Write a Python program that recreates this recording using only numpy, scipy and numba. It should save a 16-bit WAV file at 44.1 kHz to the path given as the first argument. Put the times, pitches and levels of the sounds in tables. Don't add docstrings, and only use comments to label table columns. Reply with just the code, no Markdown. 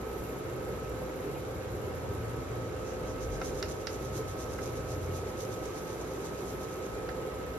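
import sys
import numpy as np
from scipy import signal
from scipy.fft import rfft, irfft
from scipy.io import wavfile
from numba import njit

SR = 44100
rng = np.random.default_rng(int(sys.argv[2]) if len(sys.argv) > 2 else 0)


def wav_out(sig):
    wavfile.write(sys.argv[1], SR, np.round(np.clip(np.atleast_2d(sig).T, -1, 1) * 32767).astype(np.int16))


N = 334278
T = np.arange(N) / SR
HZ = np.fft.rfftfreq(N, 1 / SR) + 1e-3

# frequency in Hz, relative gain in dB.
BOIL_COLOUR = [(150, -40), (260, -8.5), (350, 0.5), (420, 0.5), (500, -1.5), (570, -7.5), (680, -15),
               (1000, -14), (1400, -21.5), (2000, -21.5), (3200, -36), (6000, -36.5)]
# frequency in Hz, width in Hz, lift (or dip) in dB.
HOLLOW_MODES = [(348, 5.2, 1), (407, 26, 2), (633, 27, 6), (748, 85, 6), (840, 24, -2.5), (876, 23, 4.5),
                (1210, 69, 1), (1550, 25, 6), (2187, 64, 4.5)]

# frequency in Hz, relative gain in dB.
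FIZZ_COLOUR = [(2000, -20), (3800, 7), (5300, -3.5), (6400, -3.5), (7200, 17), (8100, 0), (9400, 9),
               (10600, -1.5), (11500, 5.5), (12300, 0), (13100, 3), (15000, -2)]
SPIT_COLOUR = [(9000, -3), (12000, -1), (15000, 3)]
# time in seconds, relative level in dB, length in seconds.
SPITS = [(.29, -54, .008), (.563, -52, .005), (.896, -50, 0.0037), (2.136, -51, .003), (2.363, -54, .007),
         (4.178, -51, .025)]

# frequency in Hz, relative gain in dB.
SIZZLE_COLOUR = [(2000, -16), (3500, -1), (4700, -1.5), (5400, 0.5), (6400, 5), (7300, 1.5), (8300, -2),
                 (9700, -2), (10800, -9), (12700, -6.5), (15000, -28)]
# time in seconds, relative level in dB, length in seconds.
WAVES = [(2.9, -51.5, 0.061), (3.105, -52.5, 0.055), (3.235, -48, 0.032), (3.347, -48.5, 0.036),
         (3.459, -46, 0.056), (3.58, -50, 0.047), (3.71, -48, 0.043), (3.804, -56, .05), (3.933, -50, .05),
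         (4.043, -52.5, 0.06), (4.171, -46, 0.045), (4.295, -50.5, 0.037), (4.414, -47.5, 0.044),
         (4.534, -52, 0.06), (4.654, -48, 0.06), (4.774, -51.5, 0.055), (4.914, -48, 0.047),
         (5.037, -54, 0.04), (5.17, -49.5, 0.054), (5.285, -52.5, 0.036), (5.413, -48, 0.052),
         (5.534, -50.5, .05), (5.664, -50.5, 0.047), (5.777, -51, 0.05), (5.91, -53, 0.06),
         (6.022, -52, 0.037), (6.144, -55, 0.067), (6.256, -49.5, 0.037), (6.403, -53, 0.054),
         (6.496, -50.5, 0.041), (6.633, -52.5, 0.037), (6.733, -53, .045), (6.854, -54, .04),
         (6.935, -60, .04)]
# time in seconds, breadth from 0 (narrow hiss) to 1 (full spray).
SIZZLE_BREADTH = [(3.15, 0.37), (3.5, 0.77), (5.2, 0.89), (6.5, 0.92), (6.85, 0.68)]
# time in seconds, relative level in dB.
FILM_LEVEL = [(1.3, -62), (2.4, -61), (3.0, -60), (3.6, -59), (4.8, -62), (5.8, -58), (6.8, -60),
              (7.5, -63)]

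BLADE_HZ, MAINS_HZ = 256.26, 60
# frequency in Hz, relative gain in dB.
COIL_BUZZ_COLOUR = [(8500, -5), (10800, -4), (11400, 2), (11750, -0.5), (12200, 6), (12900, -1),
                    (15000, -1)]
# time in seconds, relative level in dB.
COIL_BUZZ_LEVEL = [(0, -62), (.25, -57.5), (.5, -65), (1.3, -62), (2.4, -63), (2.6, -72), (3.15, -69),
                   (3.6, -66), (4.4, -63), (6.7, -61), (7.0, -68), (7.5, -65)]
# frequency in Hz, relative gain in dB.
FAN_AIR_COLOUR = [(90, -6), (160, -2.5), (200, -5), (240, -8.5), (400, -1.5), (520, -5), (680, -16),
                  (1300, -13.5), (2000, -23.5), (3200, -27.5), (6000, -35)]
# multiple of the
# blade rate, relative level in dB, left minus right in dB, lead of the left ear in radians.
FAN_TONES = [(1, -58, 0, 0.5), (3, -57.5, 4.5, -2), (7, -66.5, 3.5, 4), (8, -79, -12, 2), (9, -78, -6, -1)]
FAN_DRONE = [(2, -48, -3.5, 0.72)]
FAN_WHINE = [(5, -54, -3, 0.48)]
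# time in seconds, change in dB.
DRONE_SWELL = [(0, 0), (.4, -8.5), (.62, 4.5), (.8, -10), (.95, 4), (1.2, 4), (1.55, 1), (1.85, 1.5),
               (2.45, -7), (2.8, 3.5), (3.5, 1), (3.9, -3.5), (4.5, -0.5), (5.7, -0.5), (6.2, -4),
               (6.8, -1), (7.15, 3.5), (7.58, -2.5)]
WHINE_SWELL = [(.15, 1.5), (.5, -2.5), (.85, 2), (1.17, -6.5), (1.45, -1), (1.62, -7), (2.2, 0.5),
               (2.8, -.5), (3.25, -0.5), (3.55, -3.5), (4.2, 2), (4.85, 1), (5.8, -0.3), (6.05, -1.5),
               (6.35, 0), (6.7, 1.5), (7.5, 1.8)]
# multiple of the mains rate, relative level in dB, left minus right in dB,
# lead of the left ear in radians.
HUM_TONES = [(1, -51, 0, .1), (4, -63, -1, 0), (10, -62, -4, 0), (66, -78, -9, 1.7), (76, -82, 0, 0),
             (94, -82, -9, 0), (96, -79, -12, -1.7), (118, -79, -6, 2)]

# time in seconds, level in dB, brightness in dB per octave,
# left minus right in dB, rebound in dB beside the ring, thud in dB beside the ring.
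CLICKS = [(3.415, -34, -7.5, -4, -7, -3), (3.6265, -32.5, 1, -4.5, -9, -24),
          (3.870, -33.5, 1.5, -7, -4, -22), (4.588, -39.5, -11.5, -5, -7, -18),
          (7.089, -37.5, -5, -4, -1, -1)]
# frequency in Hz, strength in dB, time to fade by 60 dB in seconds.
CLICK_MODES = [(1337, 9.5, 0.031), (1613, 2.5, 0.046), (1825, -9, 0.039), (2073, 1, 0.05),
               (2630, -10.5, 0.15), (2830, -4, 0.088), (3800, 3, 0.033), (4130, 3, 0.028), (4670, 6, 0.021),
               (5230, 10.5, 0.017), (5620, 11.5, 0.011), (6760, 0, 0.011), (10000, -3, 0.0075)]
CLICK_DETUNE = 0.007
# frequency in Hz, relative gain in dB.
REBOUND_COLOUR = [(1200, 2), (1850, 15), (2350, 2), (6000, -21)]
REBOUND_S, REBOUND_T60_S = 0.0022, 0.021
THUD_HZ, THUD_T60_S = 746, 0.052

# time in seconds, level at the peak in dB, length in seconds.
BUMPS = [(3.2, -48.5, 0.23), (3.37, -43.5, 0.24), (7.033, -48, 0.2)]
# frequency in Hz, relative gain in dB.
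BUMP_COLOUR = [(28, -18), (42, 13), (65, 8), (100, 7), (170, -0.5)]

# frequency in Hz, relative gain in dB.
RUMBLE_COLOUR = [(20, -37), (35, -18), (55, -4.5), (90, 2.5), (125, -2.5), (165, -7), (240, -19),
                 (500, -27)]
# time in seconds, relative level in dB.
TRAFFIC_LEVEL = [(0, -56), (.55, -42.5), (1.2, -44.5), (2.1, -39), (2.9, -43), (4.0, -43), (5.1, -43),
                 (5.8, -49.5), (6.8, -54), (7.58, -45.5)]
# loudest moment in seconds, length in seconds, firing rate in Hz,
# glide in Hz per second, relative level in dB.
ENGINES = [(.55, 0.27, 92, -4, -51), (0.69, 0.38, 129.4, 4.5, -48.5), (1.35, 0.1, 136, -0.5, -49),
           (1.846, .35, 118.6, 3.5, -46), (2.251, 0.13, 113.1, 22.5, -40.5), (2.575, 0.16, 114.4, -1, -41),
           (4.085, 0.31, 130.5, 1, -47.5), (4.202, 0.42, 96, -1.5, -51), (4.48, 0.2, 74, 33, -52),
           (4.72, 0.56, 112.6, 3, -46.5), (4.973, 0.2, 130.7, 3, -45), (5.092, 0.21, 89.9, 11.5, -37),
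           (5.538, 0.12, 113, -4.5, -41), (6.0, .4, 159.6, 7.5, -55), (6.45, 0.42, 121.5, -1, -57)]
# multiple of the firing rate, strength in dB.
ENGINE_ORDERS = [(.5, -17.5), (1, 0.5), (1.5, -15), (2, -18.5)]
# frequency in Hz, width in Hz, lift (or dip) in dB.
ROOM_MODES = [(93.6, 7.8, 2), (131, 3.7, 4), (157, 14, 0), (182, 14, -22)]

# frequency in Hz, likeness from 0 to 1, lead of the left in radians.
EAR_LIKENESS = [(60, .86, 0), (450, .87, -.1), (650, .4, 0), (1050, .15, 0), (1300, .45, -.5),
                (1900, .2, -2.6), (2400, .15, -.6), (3200, .2, -.6), (3800, .1, 1.5), (4400, .45, 2.9),
                (5100, .1, 2.9), (6100, .15, 2.6), (6800, .72, 3), (8100, .9, 3.2), (9600, .68, 4.6),
                (11600, .92, 6.3), (13400, .72, 7.8), (14700, .95, 9.3)]
# frequency in Hz, left minus right in dB.
EAR_LEAN = [(200, 1), (400, -2), (1300, -1), (2300, -0.5), (3400, -1.5), (5600, -6.5), (7000, -3.5),
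            (8000, 0), (14000, -0.5)]
TOP_HZ = 14700


def boil():
    crowd = np.array([
        bubbles(count=18000, low_hz=202.3, high_hz=5150, cycles=14.8, spread_db=1.8, rise=0.095)
        for _ in range(2)])
    in_pan = hollow(bowl(crowd, echo_db=-18.5, t60=0.18))
    surges = undb(0.93 * walk(10.0))
    return level(spread(colour(in_pan, BOIL_COLOUR)), -42.0) * surges


def pops():
    crowd = np.array([
        bubbles(count=1000, low_hz=1600, high_hz=2900, cycles=34, spread_db=1.3, rise=0.08)
        for _ in range(2)])
    clusters = undb(3.8 * np.tanh(walk(9.7)))
    return level(spread(bowl(crowd, echo_db=1.5, t60=0.097)), -62.5) * clusters


def fizz():
    grains = bowl(crackle(rate=15000, spread_db=4.5), echo_db=-3.5, t60=0.098) * heating_power()
    steady = level(spread(colour(grains, FIZZ_COLOUR)), -58)
    spits = noise() * sum(undb(db) * swell(s, length) for s, db, length in SPITS)
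    return steady + spread(colour(spits, SPIT_COLOUR))


def sizzle():
    film = over_time(FILM_LEVEL)
    spray = level(spread(colour(crackle(rate=4500, spread_db=1.7), SIZZLE_COLOUR)), 0.17)
    narrow_hiss = irfft(rfft(spray) * np.exp(-((HZ - 6200) / 1800) ** 2), N)
    breadth = np.interp(T, *np.transpose(SIZZLE_BREADTH))
    sound = narrow_hiss + breadth * (spray - narrow_hiss)
    wave_energy = sum((undb(db) * swell(s, length)) ** 2 for s, db, length in WAVES)
    flicker = undb(1.1 * walk(40))
    return sound * np.sqrt(wave_energy + film ** 2) * flicker


def hob():
    rush = hollow(bowl(noise(), echo_db=-7.0, t60=0.28))
    air = level(spread(colour(rush, FAN_AIR_COLOUR)), -41.0)
    drone = tones(BLADE_HZ, FAN_DRONE, drift=0.00072, waver_db=-0.2, flutter=0.059)
    drone = drone * over_time(DRONE_SWELL)
    whine = tones(BLADE_HZ, FAN_WHINE, drift=0.0003, waver_db=0.6, flutter=0.05)
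    whine = whine * over_time(WHINE_SWELL)
    blades = tones(BLADE_HZ, FAN_TONES, drift=0.0004, waver_db=.9, flutter=0.08)
    hum = tones(MAINS_HZ, HUM_TONES, drift=.0001, waver_db=3.0, flutter=0.2)
    hum = hum * undb(1.5 * walk(1.5))
    return air + drone + whine + blades + hum


def coil_buzz():
    flurry_gain = undb(6.3 * np.tanh(walk(11)))
    pulses = heating_power() ** 3
    buzz = level(crackle(rate=5000, spread_db=1.5) * pulses * flurry_gain, 0)
    return spread(colour(buzz * over_time(COIL_BUZZ_LEVEL), COIL_BUZZ_COLOUR))


def clicks(snap_db=-7, snap_t60=0.04):
    t = T[:SR // 2]
    out = np.zeros((2, N))
    for s, db, bright_db, lean_db, rebound_db, thud_db in CLICKS:
        detune = 1 + CLICK_DETUNE * rng.standard_normal(len(CLICK_MODES))
        ring = 0
        for k, (hz, mode_db, t60) in enumerate(CLICK_MODES):
            fade = undb(mode_db + bright_db * np.log2(hz / 3000) - 60 * t / t60)
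            ring = ring + (-1) ** k * fade * np.sin(2 * np.pi * hz * detune[k] * t)
        snap_colour = [(900, -2 * bright_db), (6000, bright_db),
                       (8000, 2 * bright_db - 16), (14000, 3 * bright_db - 22.5)]
        snap = colour(noise(), snap_colour)[:, :len(t)] * undb(-60 * t / snap_t60)
        rebound = colour(noise(), REBOUND_COLOUR)[:, :len(t)]
        rebound = rebound * undb(-60 * t / REBOUND_T60_S) * (t > REBOUND_S)
        thud = undb(-60 * t / THUD_T60_S) * np.sin(2 * np.pi * THUD_HZ * t)
        knock = level(ring, 0) + level(snap, snap_db) + level(rebound, rebound_db) + level(thud, thud_db)
        knock = knock / knock[:, :SR // 200].std()
        heard = bowl(knock, echo_db=-6, t60=0.22) * undb(db) * pan(lean_db)
        start = int(s * SR)
        out[:, start:start + len(t)] += heard[:, :N - start]
    return out


def bumps():
    deep = level(spread(colour(noise(), BUMP_COLOUR)), 0)
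    return deep * sum(undb(db) * swell(s, length) for s, db, length in BUMPS)


def street():
    rumble = level(spread(colour(resonate(noise(), ROOM_MODES), RUMBLE_COLOUR)), -2.8)
    out = rumble * over_time(TRAFFIC_LEVEL)
    for s, length, hz, glide, db in ENGINES:
        rate = (hz + glide * (T - s)) * (1 + 0.0067 * walk(4.4))
        phase = 2 * np.pi * np.cumsum(rate) / SR
        note = sum(undb(order_db) * np.sin(k * phase) for k, order_db in ENGINE_ORDERS)
        out = out + np.sqrt(2) * undb(db + 1.55 * walk(4.0)) * swell(s, length) * note
    return out


@njit
def ring_bubbles(starts, hz, cycles, size, rise, out_size):
    out = np.zeros(out_size)
    for k in range(len(starts)):
        length, phase = int(cycles[k] * SR / hz[k]), 0.
        for i in range(min(length, out_size - starts[k])):
            age = i / length
            phase += 2 * np.pi * hz[k] * (1 + rise * age) / SR
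            out[starts[k] + i] += size[k] * np.exp(-5.5 * age) * np.sin(phase)
    return out


def bubbles(count, low_hz, high_hz, cycles, spread_db, rise):
    when, pitch, damping, strength = rng.random((count, 4)).T
    hz = low_hz * (high_hz / low_hz) ** pitch
    size = hz * undb(-spread_db * np.log(strength + 0.0045))
    starts = (when * N).astype(np.int64)
    return ring_bubbles(starts, hz, cycles * (.5 + damping), size, float(rise), N)


def heating_power():
    return 1 + 0.17 * np.cos(2 * np.pi * 2 * MAINS_HZ * T)


def crackle(rate, spread_db):
    size_db = spread_db * np.minimum(rng.exponential(size=(2, N)), 5.5)
    bursts = rng.random((2, N)) < rate / SR
    return level(bursts * noise() * undb(size_db), 0)


def tones(base_hz, table, drift, waver_db, flutter):
    phase = 2 * np.pi * np.cumsum(base_hz * (1 + drift * walk(0.45))) / SR
    out = 0
    for multiple, db, lean_db, lead in table:
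        partial = round(multiple) * phase + 2 * np.pi * rng.random() + flutter * walk(45)
        ears = partial + np.array([[lead], [0]])
        gain = np.sqrt(2) * undb(db + waver_db * walk(17.0))
        out = out + gain * pan(lean_db) * np.sin(ears)
    return out


def bowl(pair, echo_db, t60):
    t = T[:SR // 3]
    patter = rng.standard_normal((2, len(t))) * undb(-60 * t / t60) * (t > .002)
    echoes = level(patter, echo_db) / np.sqrt(len(t))
    return pair + signal.fftconvolve(pair, echoes, axes=1)[:, :pair.shape[1]]


def hollow(x):
    return resonate(x, HOLLOW_MODES)


def resonate(x, modes):
    lift_db = sum(db / (1 + (2 * (HZ - hz) / width) ** 2) for hz, width, db in modes)
    return irfft(rfft(x) * undb(lift_db), N)


def spread(pair):
    alike = np.clip(along([(hz, c) for hz, c, _ in EAR_LIKENESS]), 0, 1)
    lead = along([(hz, radians) for hz, _, radians in EAR_LIKENESS])
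    mid, side = rfft(pair) * np.sqrt([1 + alike, 1 - alike])
    lean = undb(along(EAR_LEAN) / 2) * np.exp(.5j * lead)
    return irfft(np.array([(mid + side) * lean, (mid - side) / lean]), N)


def pan(db):
    return undb(np.array([[db], [-db]]) / 2)


def colour(x, points):
    low_skirt = np.minimum(HZ / points[0][0], 1) ** 2
    high_skirt = np.minimum(points[-1][0] / HZ, 1) ** 2
    return irfft(rfft(x) * undb(along(points)) * (low_skirt * high_skirt), N)


def along(points):
    hz, value = np.transpose(points)
    return np.interp(np.log(HZ), np.log(hz), value)


def over_time(points):
    return undb(np.interp(T, *np.transpose(points)))


def swell(s, length):
    return np.exp(-np.log(4) * ((T - s) / length) ** 2)


def noise():
    return rng.standard_normal((2, N))


def walk(rate):
    smooth = np.exp(-.5 * (HZ / rate) ** 2) * (HZ > .1)
    return level(irfft(rfft(rng.standard_normal(N)) * smooth, N), 0)


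def undb(db):
    return 10 ** (np.asarray(db) / 20)


def level(x, db):
    return x * undb(db) / np.sqrt(np.mean(x ** 2))


def scene():
    pan_sounds = boil() + pops() + fizz() + sizzle()
    return pan_sounds + hob() + coil_buzz() + clicks() + bumps() + street()


def record(dry):
    return signal.sosfilt(signal.ellip(10, .2, 80, TOP_HZ, fs=SR, output="sos"), dry)


dry = scene()
out = record(dry)
wav_out(out)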